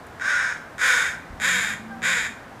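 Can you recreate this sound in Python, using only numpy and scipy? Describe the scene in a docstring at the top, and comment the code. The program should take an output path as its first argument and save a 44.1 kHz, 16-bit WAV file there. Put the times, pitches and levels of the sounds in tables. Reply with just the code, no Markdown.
"""A crow caws four times in a yard between houses: once dull, with its beak little open, then three times harsher.
Each caw is a train of uneven syrinx pulses whose rate scoops up and sags; they ring the throat and echo off walls.
Under it lies the low wash of the neighbourhood, with a faint tick, a soft thump and an engine some streets away
that speeds up, then eases a little. Another crow answers far off, as a few harmonics with a trace of echo.
The recorder is mono, the same in both channels, and cuts the top treble."""
import sys
import numpy as np
from scipy import signal
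from scipy.fft import rfft, irfft
from scipy.io import wavfile

SR = 44100
rng = np.random.default_rng(int(sys.argv[2]) if len(sys.argv) > 2 else 0)


def waveform_to_disk(signal):
    """Save audio, clipped to [-1, 1], as 16-bit WAV at the path in sys.argv[1]."""
    frames = np.transpose(np.atleast_2d(signal))
    scaled = np.clip(frames, -1, 1) * 32767
    samples = np.round(scaled).astype(np.int16)
    wavfile.write(sys.argv[1], SR, samples)


N = 114660
T = np.arange(N) / SR  # s
FREQS = np.maximum(np.fft.rfftfreq(N, 1 / SR), 1)  # Hz

# Neighbourhood wash, its colour before scaling to rms 1: (frequency [Hz], relative density [dB])
TOWN_COLOUR = [(20, -22), (35, -9), (60, -1), (115, -1.5), (160, -6.5), (220, -1.5), (400, -5.5), (800, -2),
               (1100, -5), (1600, -5.5), (2700, -19), (4500, -25), (7000, -28), (15000, -38)]
TOWN_DB = -42.5

# Engine some streets away: (time [s], cycle rate before wander [Hz], level before partial gains [dB])
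ENGINE_RUN = [(1.1, 40, -54.5), (1.35, 43.2, -45), (1.562, 46.52, -46), (1.722, 52.57, -43.5),
              (1.852, 55.5, -45), (2.0, 57.9, -42), (2.2, 58.72, -48.5), (2.311, 57.16, -49),
              (2.42, 57.2, -50), (2.6, 55.8, -56)]
# Engine partials: (multiple of cycle rate [-], level before swells [dB])
ENGINE_PARTIALS = [(2, -9.5), (3, -10), (4, -4.5)]
# Swells of single engine partials: (time [s], width [s], multiple of cycle rate [-], boost [dB])
ENGINE_BOOMS = [(1.57, 0.062, 4, 9.5), (1.87, .1, 4, 8.5), (2.14, 0.095, 3, 13), (2.301, 0.018, 4, 13.5)]

TICK_S, TICK_HZ, TICK_DB, TICK_DECAY_S = 0.066, 8000, -52, 0.007

# Near caws: (start [s], length [s], level before envelope and yard [dB], attack [s],
# pitch before scoop and sag [Hz], sag [share], fade by the end [dB], beak opening [0-1],
# throat frequency scale [-], top treble [dB], pulse jitter [cycles], yard send against direct [dB])
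NEAR_CAWS = [(0.198, 0.33, -21.5, 0.059, 650.8, .27, 7, 0.21, 1.001, -1.5, 0.066, -5),
             (0.781, 0.31, -19, 0.034, 586.5, 0.33, 9, 0.57, 0.984, 5.5, 0.057, -3),
             (1.398, .34, -22, 0.031, 600.4, .37, 8.5, 0.88, 0.992, 3, 0.047, -8.5),
             (2.018, 0.26, -22, 0.022, 613, 0.36, 8.5, 0.88, 0.998, -2, 0.052, -8.5)]
# Throat and beak resonances: (frequency before scale [Hz], width [Hz],
# relative level with beak half shut [dB], relative level with beak wide open [dB])
THROAT_RESONANCES = [(599, 340, -25.5, -17.5), (1145, 510, -14, -13.5), (1531, 193, 4, -1),
                     (1793, 485, -7.5, 0.5), (2294, 405, -19.5, -2.5), (3245, 320, -29, -10.5),
                     (3703, 384, -23, -7), (4905, 910, -31.5, -19), (5390, 700, -22, -26),
                     (6540, 770, -23, -20), (7130, 820, -34.5, -9), (8050, 780, -31, -21.5),
                     (9420, 1080, -36, -23.5), (11160, 760, -47.5, -24), (12500, 1800, -51, -31.5)]
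SCOOP, SCOOP_S = 0.42, 0.043  # pitch starts low by this share; rise time
WOBBLE, WOBBLE_RATE_HZ = 0.00781, 42.5  # unsteady pitch: share, fastest wander
LIMP_CYCLES = 0.041  # pulses come alternately late and early
SHIMMER_DB, RASP_DB = 1.63, -10.5  # scatter of pulse size; air noise against pulses
ONSET_DB, RELEASE_S = -8, 0.0017  # starting level against full; decay after the caw's length
CATCH_S, CATCH_WIDTH_S, CATCH_DB = 0.0059, 0.0023, -16  # dip after the first pulses
SOFT_HZ, SOFT_SHARE = 2680, 0.21  # above this, level changes grow by this share in dB
TOP_TREBLE_HZ = 10000  # edge of the top treble

# Echoes from nearby walls: (delay behind the direct sound [s], level before treble loss [dB])
WALL_ECHOES = [(.0061, -13.5), (0.0122, -15), (.029, -14.5), (.083, -23.5)]
YARD_T60_S, YARD_TREBLE_T60_S, YARD_TREBLE_DB = 0.52, 0.29, 7.5

THUMP_S, THUMP_HZ, THUMP_DB, THUMP_DECAY_S = 1.295, 68.5, -35, 0.057

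# Answering crow: (start [s], length [s], level before harmonic gains [dB],
# starting pitch before wobble [Hz], sag [share])
FAR_CAWS = [(1.896, 0.13, -45, 400.6, 0.0555)]

RECORDER_TOP_HZ = 15200


def undb(db):
    """Amplitude factor for a level in dB."""
    return 10 ** (np.asarray(db) / 20)


def unit(x):
    """Scale to rms 1."""
    return x / np.sqrt(np.mean(x ** 2) + 1e-18)


def walk(rate_hz):
    """Slow random wander of rms 1: white noise kept mostly below the given rate."""
    spectrum = rfft(rng.standard_normal(N))
    return unit(irfft(spectrum / (1 + (FREQS / rate_hz) ** 4), N))


def resonance(hz, width_hz):
    """Gain of a steep resonance at every frequency."""
    return 1 / (1 + ((FREQS ** 2 - hz ** 2) / (FREQS * width_hz)) ** 2)


def noise(gain):
    """Noise of rms 1 with the given colour."""
    return unit(irfft(rfft(rng.standard_normal(N)) * gain, N))


def ring(x, gain):
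    """Minimum-phase filter: it has the given gain and rings only after each sound."""
    cepstrum = irfft(np.log(gain + 1e-6), N)
    # Folding the cepstrum forward makes the response causal.
    cepstrum[1:N // 2] *= 2
    cepstrum[N // 2 + 1:] = 0
    return irfft(rfft(x) * np.exp(rfft(cepstrum)), N)


def town():
    """The nearly steady wash of far traffic and leaves: coloured noise with a slight drift in level."""
    hz, density_db = np.array(TOWN_COLOUR).T
    colour = undb(np.interp(np.log(FREQS), np.log(hz), density_db))
    return undb(TOWN_DB + 0.2 * walk(3.9)) * noise(colour)


def engine():
    """A motor some streets away: partials of its cycle rate swell in turn over a low rumble."""
    times, cycle_hz, level_db = np.array(ENGINE_RUN).T
    rate = np.interp(T, times, cycle_hz) * (1 + 0.0064 * walk(11))
    phase = 2 * np.pi * np.cumsum(rate) / SR
    tone = 0
    for multiple, partial_db in ENGINE_PARTIALS:
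        partial_level = partial_db + 2.1 * walk(2.8)
        for when, width, boom_multiple, boost_db in ENGINE_BOOMS:
            if boom_multiple == multiple:
                partial_level = partial_level + boost_db * np.exp(-((T - when) / width) ** 2)
        tone = tone + undb(partial_level) * np.sin(multiple * phase)
    rumble = undb(-4) * noise(resonance(196, 170))
    return undb(np.interp(T, times, level_db)) * (np.sqrt(2) * tone + rumble)


def tick():
    """A faint, high tick before the first caw: resonant noise that dies away at once."""
    age = np.maximum(T - TICK_S, 0)
    envelope = (age > 0) * np.exp(-age / TICK_DECAY_S)
    return undb(TICK_DB) * envelope * noise(resonance(TICK_HZ, 8300))


def syrinx(hz, jitter):
    """One sharp pulse a cycle, each early or late and of its own size, with a puff of air behind it."""
    cycles = np.cumsum(hz) / SR
    k = np.arange(int(cycles[-1]))
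    timing, size = rng.standard_normal((2, len(k)))
    at = np.interp(k + jitter * timing + LIMP_CYCLES * (-1) ** k, cycles, np.arange(N))
    # A windowed sinc places each pulse between samples.
    taps = at.astype(int)[:, None] + np.arange(-7, 9)
    offset = taps - at[:, None]
    clicks = np.sinc(offset) * np.sinc(offset / 8) * undb(SHIMMER_DB * size)[:, None]
    pulses = np.bincount((taps % N).ravel(), clicks.ravel(), N)
    air = np.exp(-(cycles % 1) / 0.17) * rng.standard_normal(N)
    return unit(pulses) + undb(RASP_DB) * unit(air)


def throat(opening, scale, top_db):
    """Gain of throat and beak at every frequency; an open beak is brighter."""
    power = 0
    for hz, width_hz, shut_db, open_db in THROAT_RESONANCES:
        peak_db = shut_db + opening * (open_db - shut_db)
        power = power + (undb(peak_db) * resonance(hz * scale, width_hz)) ** 2
    top_treble = undb(top_db / (1 + (TOP_TREBLE_HZ / FREQS) ** 4))
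    return unit(np.sqrt(power) * top_treble)


def caw(start, length, db, attack_s, hz, sag, fade_db, opening, scale, top_db, jitter):
    """The voice catches, pitch and level climb quickly, then both sink as the air runs out."""
    age = np.clip(T - start, 0, length)
    part = age / length
    scoop = 1 - SCOOP * np.exp(-(age / SCOOP_S) ** 2)
    pitch = hz * (1 - sag * part) * scoop * (1 + WOBBLE * walk(WOBBLE_RATE_HZ))

    level_db = ONSET_DB * np.exp(-(age / attack_s) ** 2) - fade_db * part ** 2.14
    catch_db = CATCH_DB * np.exp(-((age - CATCH_S) / CATCH_WIDTH_S) ** 2)
    release = np.exp(-np.maximum(T - start - length, 0) / RELEASE_S)
    envelope = (T >= start) * undb(level_db + catch_db) * release
    pulses = syrinx(pitch, jitter) * envelope

    # Weak pulses are rounder: their treble drops further.
    round_part = irfft(rfft(pulses) / (1 + (FREQS / SOFT_HZ) ** 4), N)
    sharp_part = pulses - round_part
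    pulses = round_part + sharp_part * undb(SOFT_SHARE * level_db)
    return undb(db) * ring(pulses, throat(opening, scale, top_db))


def yard(x):
    """Diffuse echo of house fronts and hedges: decaying noise whose treble dies first."""
    def decay(t60_s):
        return np.exp(-np.log(1000) * T / t60_s) * (1 - np.exp(-T / 0.016))

    bass_power = 1 / (1 + (FREQS / 3000) ** 4)
    low = irfft(rfft(rng.standard_normal(N)) * np.sqrt(bass_power), N)
    high = irfft(rfft(rng.standard_normal(N)) * np.sqrt(1 - bass_power), N)
    low_tail = low * decay(YARD_T60_S)
    high_tail = undb(YARD_TREBLE_DB) * high * decay(YARD_TREBLE_T60_S)
    echo = signal.fftconvolve(x, low_tail + high_tail)[:N]
    return echo / np.sqrt(np.sum(decay(YARD_T60_S) ** 2))


def crow():
    """The near crow: direct sound, delayed and duller wall echoes, and the tail of the yard."""
    direct, send = 0, 0
    for *shape, yard_db in NEAR_CAWS:
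        # More yard means less direct sound.
        call = caw(*shape) / np.sqrt(1 + undb(yard_db) ** 2)
        direct = direct + call
        send = send + undb(yard_db) * call
    echoes = sum(undb(db) * np.interp(T - delay, T, direct, left=0) for delay, db in WALL_ECHOES)
    wall_gain = 1 / (1 + (FREQS / 5000) ** 2)
    return direct + ring(echoes, wall_gain) + yard(send)


def thump():
    """A soft, low bump: resonant noise with a quick rise and a short decay."""
    age = np.maximum(T - THUMP_S, 0)
    envelope = (1 - np.exp(-age / 0.0054)) * np.exp(-age / THUMP_DECAY_S)
    return undb(THUMP_DB) * envelope * noise(resonance(THUMP_HZ, 105))


def far_crow():
    """A short, clear caw far away: three harmonics, the bright one early and the low ones lingering."""
    out = 0
    for start, length, db, hz, sag in FAR_CAWS:
        part = np.clip((T - start) / length, 0, 1)
        pitch = hz * (1 - sag * part) * (1 + 0.004 * walk(40))
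        phase = 2 * np.pi * np.cumsum(pitch) / SR
        bright = np.exp(-((part - 0.22) / 0.28) ** 2)
        gains = undb(3.5), undb(-5), undb(8.5) * bright  # second, third and fourth harmonic
        tone = sum(gain * np.sin(k * phase) for k, gain in enumerate(gains, 2))
        envelope = np.minimum(part / 0.12, 1) * (1 - part) ** 0.14
        out = out + undb(db) * envelope * tone
    return out + undb(-15) * yard(out)


def scene():
    """All sources together, the same in both channels."""
    mono = town() + engine() + tick() + crow() + thump() + far_crow()
    return np.array([mono, mono])


def record(dry):
    """A mono recorder that cuts the top with a steep low-pass."""
    top_cut = signal.ellip(10, 0.2, 80, RECORDER_TOP_HZ, fs=SR, output="sos")
    return signal.sosfilt(top_cut, dry)


dry = scene()
out = record(dry)
waveform_to_disk(out)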